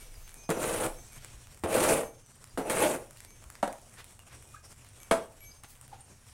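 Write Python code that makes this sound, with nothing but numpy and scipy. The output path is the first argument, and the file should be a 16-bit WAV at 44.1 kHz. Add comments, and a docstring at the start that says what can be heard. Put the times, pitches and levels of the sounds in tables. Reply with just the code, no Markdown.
"""A steel shovel lands on wet concrete, is pushed three times through muck and stood upright, then its
wooden handle knocks a block wall: blows and drag noise ring blade resonances, grit is grainy noise.
Around it in an open cowshed, small neck bells tinkle and far birds chirp (decaying and sliding tones),
wet feet tick and shuffle (noise bursts, low tones), and air rumbles, drones and hisses (shaped noise).
The timber roof answers shovel, feet and birds with a short tail of decaying noise."""
import sys
import numpy as np
from scipy import signal
from scipy.fft import rfft, irfft, next_fast_len
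from scipy.io import wavfile
from scipy.ndimage import uniform_filter1d, map_coordinates

SR = 44100
rng = np.random.default_rng(int(sys.argv[2]) if len(sys.argv) > 2 else 0)


def unload_audio(sound):
    """Save the sound as a 16-bit wav file, at the path given as the first command line argument."""
    columns = np.transpose(np.atleast_2d(sound))
    # keep every value between -1 and 1, then stretch to whole-number steps
    steps = np.round(np.clip(columns, -1, 1) * 32767)
    wavfile.write(sys.argv[1], SR, steps.astype(np.int16))


N = 279134  # length [samples]


def amp(db):
    """Decibels to linear gain."""
    return 10 ** (np.asarray(db) / 20)


def unit(x):
    """x scaled to an RMS of one."""
    return x / np.sqrt(np.mean(x ** 2) + 1e-20)


def along(points, hz):
    """(frequency, value) points joined on a log frequency axis."""
    f, v = np.transpose(points)
    return np.interp(np.log(hz + 1), np.log(f + 1), v)


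def curves(rows, outside=None):
    """One value per sample for each column after the time."""
    s, *columns = np.transpose(rows)
    return [np.interp(np.arange(N) / SR, s, c, outside, outside) for c in columns]


def wobble(rate):
    """A smooth random curve with `rate` knots a second."""
    knots = rng.standard_normal(int(N * rate / SR) + 4)
    return map_coordinates(knots, [np.arange(N) * rate / SR])


def filtered(x, response):
    """x times a complex response of frequency."""
    m = next_fast_len(N + SR // 2)
    return irfft(rfft(x, m) * response(np.fft.rfftfreq(m, 1 / SR)), m)[:N]


def evened(response):
    """The same response, scaled so that white noise keeps its level."""
    def even(hz):
        gain = response(hz)
        return gain / np.sqrt(np.mean(abs(gain) ** 2))
    return even


def coloured(x, spectrum):
    """x filtered to the shape of a spectrum table."""
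    return filtered(x, evened(lambda hz: amp(along(spectrum, hz))))


def resonance(f, hz, width):
    """Response at f of one damped mode: gain 1 at hz, falling off over the bandwidth."""
    return 1j * f * width / (hz * hz - f * f + 1j * f * width)


def add(track, s, sound):
    """Mix a sound into a track from time s."""
    part = track[max(round(s * SR), 0):][:len(sound)]
    part += sound[:len(part)]


def burst(db, t60, size=SR // 5):
    """A sudden puff of noise that dies away."""
    t = np.arange(size) / SR
    return amp(db - 60 * t / max(t60, .002)) * rng.standard_normal(size)


def ring(modes, attack, scatter_db):
    """Decaying modes at scattered strengths; neighbours start in opposite directions, so close pairs beat."""
    t = np.arange(SR) / SR
    out = np.zeros(SR)
    for k, (hz, db, t60) in enumerate(modes):
        strength_db = db + scatter_db * rng.standard_normal()
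        out += (-1) ** k * amp(strength_db - 60 * t / t60) * np.sin(2 * np.pi * hz * t)
    return out * (1 - np.exp(-t / attack))


def grains(spread_db, count=N):
    """Dense contacts of sand and ridges: a few are much larger than the rest, none enormous."""
    size = np.minimum(rng.exponential(size=count), 5)
    return unit(amp(spread_db * size) * rng.standard_normal(count))


def patchy(x, patchy_db, wide, long, window=256):
    """x with random gain in patches, wide bins by long frames."""
    z = signal.stft(x, nperseg=window)[2]
    field = uniform_filter1d(rng.standard_normal(z.shape), wide, axis=0)
    field = uniform_filter1d(field, long, axis=1)
    return signal.istft(z * amp(patchy_db * unit(field)), nperseg=window)[1][:N]


# Air layers before wavering: (time [s], rumble level [dB], drone level [dB], hiss level [dB])
AIR_LEVELS = [(0, -56, -61, -55), (.3, -50.5, -63.5, -62), (1, -52, -57, -56), (2.2, -61, -59.5, -60),
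              (3.3, -61, -58.5, -59), (3.8, -63, -60.5, -59), (4.5, -67, -57, -58.5),
              (5.4, -64, -61, -59.5), (6.33, -66, -57.5, -59.5)]
# Spectrum of the low rumble: (frequency [Hz], relative density [dB per Hz])
RUMBLE_SPECTRUM = [(8, -10), (18, -3), (30, 5.5), (45, -13), (60, -15), (80, -41)]
# Spectrum of the outside drone: (frequency [Hz], relative density [dB per Hz])
DRONE_SPECTRUM = [(29, -46), (50, -4), (75, 3), (92, 1), (123, 2.5), (151, -7), (167, -21), (250, -12.5),
                  (320, -55), (550, -120)]
# Spectrum of the hiss: (frequency [Hz], relative density [dB per Hz])
HISS_SPECTRUM = [(120, -7.5), (200, -0.5), (227, -3), (278, -4.5), (394, -4.5), (611, -4.5), (2080, -11),
                 (2950, -11.5), (3950, -15.5), (5110, -14), (5600, -7.5), (6030, -12.5), (8690, -6.5),
                 (15900, -29.5)]


def air():
    """Noise in three bands: low rumble, a drone from outside, a patchy hiss flecked with tiny drips."""
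    rumble_db, drone_db, hiss_db = curves(AIR_LEVELS)
    flecks = amp(2.6 * wobble(40)) * grains(1.2)
    flecks = unit(patchy(flecks, patchy_db=1.86, wide=12, long=14, window=512))
    rumble = amp(rumble_db + 2.95 * wobble(4.94))
    rumble *= coloured(rng.standard_normal(N), RUMBLE_SPECTRUM)
    drone = amp(drone_db + 0.86 * wobble(1.77))
    drone *= coloured(rng.standard_normal(N), DRONE_SPECTRUM)
    return rumble + drone + amp(hiss_db) * coloured(flecks, HISS_SPECTRUM)


# Each neck bell: modes (frequency [Hz], relative level [dB], decay t60 [s]),
# then swings (time [s], level before scatter and waver [dB])
NECK_BELLS = [([(2287, 0.5, 0.42), (11540, 3.5, 0.33)], [(0, -61), (.16, -63), (.32, -56), (.95, -60),
              (1.11, -54), (2.02, -60), (3.26, -61), (4.99, -59), (5.4, -53)]), ([(6322, 0, 0.86),
              (6311, -9, 0.88)], [(.21, -60.5), (.36, -53), (.95, -54), (1.11, -52), (2.02, -58),
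              (3.26, -60.5), (4.99, -59), (5.44, -55)]), ([(5920, 0.5, 0.63)], [(.03, -59), (.35, -56),
              (.52, -48), (.98, -55), (2.24, -59), (2.6, -56)]), ([(2470, -0.5, 1.8)], [(.342, -60),
              (1.06, -62.5), (4.455, -69)])]


def tinkles():
    """Small neck bells touched softly: a few decaying modes with a slow attack."""
    out = np.zeros(N)
    for modes, swings in NECK_BELLS:
        for s, db in swings:
            add(out, s, amp(db) * ring(modes, attack=0.023, scatter_db=1.5))
    return out * amp(2.9 * wobble(14))  # swinging makes the tones waver


PATTER_PER_S, PATTER_DB, PATTER_SPREAD_DB = 22, -42, 3
PATTER_BODY_DB = -10  # body relative to treble
TICK_T60_S, PATTER_T60_S = .005, .002


def patter():
    """Faint ticks at chance moments, half of them close after another: (s, treble dB, body dB, t60 s)."""
    draws = rng.random((round(PATTER_PER_S * N / SR), 3))
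    s = draws[:, 0] * N / SR
    s[1::2] = s[::2][:len(s) // 2] + .03 * draws[1::2, 2]
    db = PATTER_DB - PATTER_SPREAD_DB * np.log(draws[:, 1] + .05)  # a few are stronger
    return [(a, b, b + PATTER_BODY_DB, PATTER_T60_S) for a, b in zip(s, db)]


# Wet ticks, levels before filtering: (time [s], treble level [dB], body level [dB])
WET_TICKS = [(0.2778, -37, -46), (0.2928, -36, -48), (0.3424, -32.5, -61), (1.1313, -37, -48),
             (1.2466, -27.5, -50), (1.471, -43, -39.5), (2.4418, -31.5, -44), (3.109, -35, -47),
             (3.172, -37, -47), (3.2045, -34, -43), (3.2488, -37, -39), (3.3058, -41, -42),
             (3.4405, -40.5, -40.5), (3.5016, -31.5, -43), (3.5537, -42, -35.5), (3.7274, -33, -37),
             (3.8955, -44, -52), (4.0433, -34, -46), (4.192, -40, -38), (4.4533, -59, -50),
             (4.7264, -43, -43.5), (4.8474, -44, -39.5), (5.032, -32.5, -44), (5.4064, -43, -46),
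             (5.6364, -36, -43), (5.8127, -35, -49), (5.8795, -41, -51), (6.0077, -45, -52)]
# Shuffling feet: (centre time [s], length [s], level [dB], band centre [Hz])
FOOT_SHUFFLES = [(0.022, 0.082, -60, 2920), (0.281, 0.067, -61, 2500), (1.245, 0.17, -59.5, 2500),
                 (3.191, 0.055, -60, 5000), (3.997, 0.045, -49, 1430), (4.329, 0.067, -56, 1420),
                 (4.865, 0.049, -61.5, 2030), (5.643, 0.017, -48.5, 820), (5.707, 0.058, -56, 8000),
                 (5.938, 0.041, -56, 700)]
# Low footfalls and thuds: (time [s], level [dB], frequency [Hz])
LOW_THUMPS = [(0.171, -39, 69), (1.039, -43, 110), (1.169, -42, 132), (1.342, -35, 49.4),
              (1.637, -27, 88.5), (2.542, -36, 90), (3.46, -41, 59.4), (5.634, -46.5, 113),
              (.492, -24, 163), (2.8, -40, 90)]


def feet():
    """Wet ticks are short noise bursts, shuffles are swelling bands of grains, footfalls are low tones."""
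    treble, body, steps = np.zeros((3, N))
    soft = 1 - np.exp(-np.arange(SR // 50) / SR / 0.0002)  # rounds the onset of a tick
    ticks = [(*row, TICK_T60_S) for row in WET_TICKS] + patter()
    for s, db, body_db, t60 in ticks:
        add(treble, s, burst(db, t60, size=len(soft)) * soft)
        add(body, s, burst(body_db, t60, size=len(soft)) * soft)

    t = np.arange(-SR // 4, SR // 4) / SR
    for s, length, db, hz in FOOT_SHUFFLES:
        band = signal.butter(1, [hz / 2, 2 * hz], "bandpass", fs=SR)
        rub = signal.lfilter(*band, grains(4.3, count=len(t)))
        add(steps, s, amp(db) * unit(rub) * np.exp(-(2 * t / length) ** 2))
    steps = np.roll(steps, -SR // 4)  # a shuffle is centred on its time
    for s, db, hz in LOW_THUMPS:
        add(steps, s, ring([(hz, db, .1)], attack=.005, scatter_db=0))

    ridge = lambda hz: amp(along(GRIT_SPECTRUM, hz)) * hz / (hz + 3000)
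    treble = filtered(treble, evened(ridge))
    body = filtered(body, evened(lambda f: resonance(f, 1360, 1900)))
    return treble + body + steps


# Brief far squeaks and bird notes, before wavering:
# (centre time [s], length [s], first frequency [Hz], last frequency [Hz], level [dB])
BIRD_CHIRPS = [(0.155, 0.046, 5050, 4770, -68), (0.45, 0.054, 5400, 4730, -64),
               (1.185, 0.024, 3200, 3190, -57), (2.504, 0.06, 4910, 4720, -63),
               (3.704, .025, 4870, 4730, -58), (3.976, 0.027, 1800, 1820, -60),
               (4.21, 0.048, 2800, 2770, -57), (4.548, 0.032, 1160, 1090, -46),
               (4.567, 0.0556, 1537, 1610, -57), (5.517, 0.02, 4820, 4880, -59.5),
               (5.931, 0.036, 955, 743, -46.5), (6.014, 0.023, 8950, 8950, -54)]


def chirps():
    """Short husky tones that swell, slide and stop, with random waver in pitch and level."""
    out = np.zeros(N)
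    waver = 1 + .08 * wobble(150)
    for s, length, first_hz, last_hz, db in BIRD_CHIRPS:
        hz = np.linspace(first_hz, last_hz, round(length * SR))
        hz = hz * waver[round(s * SR):][:len(hz)] ** (1000 / hz)  # low squeaks are the least steady
        tone = np.sin(2 * np.pi * np.cumsum(hz) / SR)
        add(out, s - length / 2, amp(db) * np.hanning(len(hz)) * tone)
    return out * amp(5.5 * wobble(150))


SLOW_BLADE_DB, SLOW_GRIT_DB = -6, -14.5  # how much quieter blade and grit set off
LIFT_S, LIFT_DB = .03, -28  # the edge leaves the floor


def push(start, speed, hardest, lift, speed_db, hardest_db, lift_db, slow_db):
    """Level of one push: sets off slowly, comes to speed, bears down, eases and lifts away."""
    points = [(start, speed_db + slow_db), (speed, speed_db), (hardest, hardest_db),
              (lift, lift_db), (lift + LIFT_S, lift_db + LIFT_DB)]
    return curves(points, outside=-120)[0]


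def blow(db, hz, t60):
    """One push and rebound, shorter for a harder contact, then a dying rattle of smaller ones."""
    u = 2 * np.pi * hz * np.arange(SR // 50) / SR
    rattle = burst(-20.0, t60)
    rattle[0] = 1  # the blow itself
    return -amp(db) * signal.fftconvolve((1 - u) * np.exp(-u), rattle)


# Pushes, levels before judder: (sets off [s], at speed [s], hardest [s], lifts [s],
# level at speed [dB], hardest level [dB], lifting level [dB], grit over blade [dB])
PUSHES = [(.53, 0.606, 0.853, .88, -35, -34.5, -44, -3), (1.671, 1.746, 1.9, 2.012, -29.5, -26, -38.5, -4),
          (2.65, 2.718, 2.825, 2.955, -34, -23.5, -38.5, -5)]
# The edge lands or catches, levels before filtering:
# (time [s], blow level [dB], hardness [Hz], rattle t60 [s], crack level [dB])
EDGE_LANDINGS = [(.492, -22, 455, 0.091, -37), (.503, -27, 900, 0.026, -24.5), (.509, -19, 445, 0.085, -33),
                 (.575, -28, 500, 0.034, -52), (.748, -38, 900, 0.027, -36),
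                 (.863, -36, 1200, 0.024, -29.5), (1.637, -19.5, 550, 0.12, -38),
                 (1.66, -24.5, 500, 0.036, -52), (1.69, -33, 700, .03, -39.5),
                 (1.728, -37, 900, 0.032, -28.5), (1.804, -34, 900, 0.033, -27),
                 (1.838, -33, 900, .05, -23), (2.034, -26, 600, 0.027, -58), (2.575, -23, 486, 0.22, -38.5),
                 (2.698, -28, 900, 0.18, -27), (3.677, -24.5, 690, 0.037, -39)]
CRACK_SHARE = 0.88  # the crack dies in this share of the rattle's time
# Resonances of the steel blade: (frequency [Hz], width [Hz], relative level [dB])
BLADE_MODES = [(222, 46, -11.5), (283, 32, -6.5), (342.5, 42, -4), (450, 44.5, -2), (528, 46, -0.5),
               (613, 40, -1), (660, 47, -3), (839, 86, -9), (1147, 140, -16), (1247, 110, -21),
               (1504, 92, -19.5), (1940, 250, -30), (2590, 210, -22), (134, 56, -14.5)]
# Spectrum of crushed grit: (frequency [Hz], relative density [dB per Hz])
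GRIT_SPECTRUM = [(710, -12.5), (1200, -10.5), (1560, -12), (1700, -14), (2350, -15), (2560, -18),
                 (2910, -19), (5280, -26), (9260, -13.5), (12300, -25), (15900, -31)]


def shovel():
    """Landings and the dragged edge shake the same blade; grit crushes under the edge."""
    drag, blows, crush = np.zeros((3, N))
    judder = wobble(45)  # the edge catches and slips over the rough floor
    for *shape, grit_db in PUSHES:
        drag += amp(push(*shape, SLOW_BLADE_DB) + 1.97 * judder) * grains(3.8)
        crush_db = push(*shape, SLOW_GRIT_DB) + grit_db
        crush_db += 1.5 * judder + 1.2 * wobble(160)
        crush += amp(crush_db) * grains(2.86)
    crush = patchy(crush, patchy_db=2.5, wide=12, long=5)  # coarse and fine grit come in patches
    for s, db, hz, t60, crack_db in EDGE_LANDINGS:
        add(blows, s, blow(db, hz, t60))
        add(crush, s, burst(crack_db, CRACK_SHARE * t60))

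    def steel(step):
        """Blade response; mode k is weighted by step to the power k."""
        return evened(lambda f: sum(step ** k * amp(db) * resonance(f, hz, width)
                                    for k, (hz, width, db) in enumerate(BLADE_MODES)))

    # a blow starts all modes together; the dragged edge drives neighbours in opposite directions
    struck, scraped = filtered(blows, steel(0.83)), filtered(drag, steel(-1.007))
    return struck + scraped + coloured(crush, GRIT_SPECTRUM)


# Shovel struck along its length: (frequency [Hz], relative level [dB], decay t60 [s])
UPRIGHT = [(211, -3.5, 0.059), (283, -5, 0.068), (578, 1, 0.045), (698, 4.5, 0.04), (799, 3, 0.054),
           (926, 6.5, 0.024), (1157, -4, 0.03), (1360, -1.5, 0.032), (1825, -21, .03)]
# Wooden shaft struck from the side: (frequency [Hz], relative level [dB], decay t60 [s])
HANDLE = [(149, -14, 0.07), (196, -10, 0.1), (270, -10.5, 0.13), (476, -2.5, 0.055), (662.3, 4, 0.11),
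          (652, -2, 0.14), (910, -13, 0.052), (1160, -3.5, 0.047), (1290, -6.5, 0.06), (1660, -11.5, 0.051),
          (2200, -15, 0.067), (3250, 0.5, 0.016)]
# Tip on the floor, then handle on the wall, levels before filtering: (modes, time [s],
# ring level [dB], clatter level [dB], clatter t60 [s], crack level [dB])
SHOVEL_KNOCKS = [(UPRIGHT, 3.628, -21.5, -25.5, 0.088, -34), (HANDLE, 5.111, -15.5, -25, 0.21, -23.5)]


def handle():
    """The whole shovel rings briefly when it is set down and when it falls against the wall."""
    wood, clatter, crack = np.zeros((3, N))
    for modes, s, ring_db, clatter_db, t60, crack_db in SHOVEL_KNOCKS:
        add(wood, s, amp(ring_db) * ring(modes, attack=.002, scatter_db=0))
        add(clatter, s, burst(clatter_db, t60))  # the loose blade clatters along
        add(crack, s, burst(crack_db, 0.12))
    wood = filtered(wood, lambda hz: 1j * hz / (90 + 1j * hz))  # deep bass below about 90 Hz is kept out of the ring
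    loose_blade = lambda f: resonance(f, 535, 480) * resonance(f, 670, 1160)
    dull = lambda hz: amp(along(GRIT_SPECTRUM, hz)) / (1 + (hz / 9000) ** 2)
    return wood + filtered(clatter, evened(loose_blade)) + filtered(crack, evened(dull))


# Decay of the shed's tail: (frequency [Hz], decay t60 [s])
SHED_DECAY = [(50, .06), (150, 0.33), (600, 0.38), (2000, 0.27), (8000, 0.29), (15000, 0.34)]


def shed(x):
    """Each frequency of the tail dies at its own speed; every stretch of sound meets a new tail."""
    out, size = np.zeros(N), SR // 8
    for start in range(0, N, size):
        hz, t, z = signal.stft(rng.standard_normal(SR // 2), SR, nperseg=256)
        decay = amp(-60 * t / along(SHED_DECAY, hz)[:, None])
        tail = signal.istft(z * decay, SR, nperseg=256)[1]
        tail /= np.linalg.norm(tail)
        add(out, start / SR + .006, signal.fftconvolve(x[start:start + size], tail))
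    return out


def scene():
    """Shovel, feet and birds sound with the shed's tail; bells and air are added without it."""
    near = shovel() + handle() + feet()
    far = chirps()
    tail = shed(amp(-6.5) * near + amp(-7) * far)
    return (near + far + tail + tinkles() + air())[None]


TOP_HZ = 15900


def record(dry):
    """Nothing is kept above the band limit."""
    return filtered(dry[0], lambda hz: hz < TOP_HZ)[None]


dry = scene()
out = record(dry)
unload_audio(out)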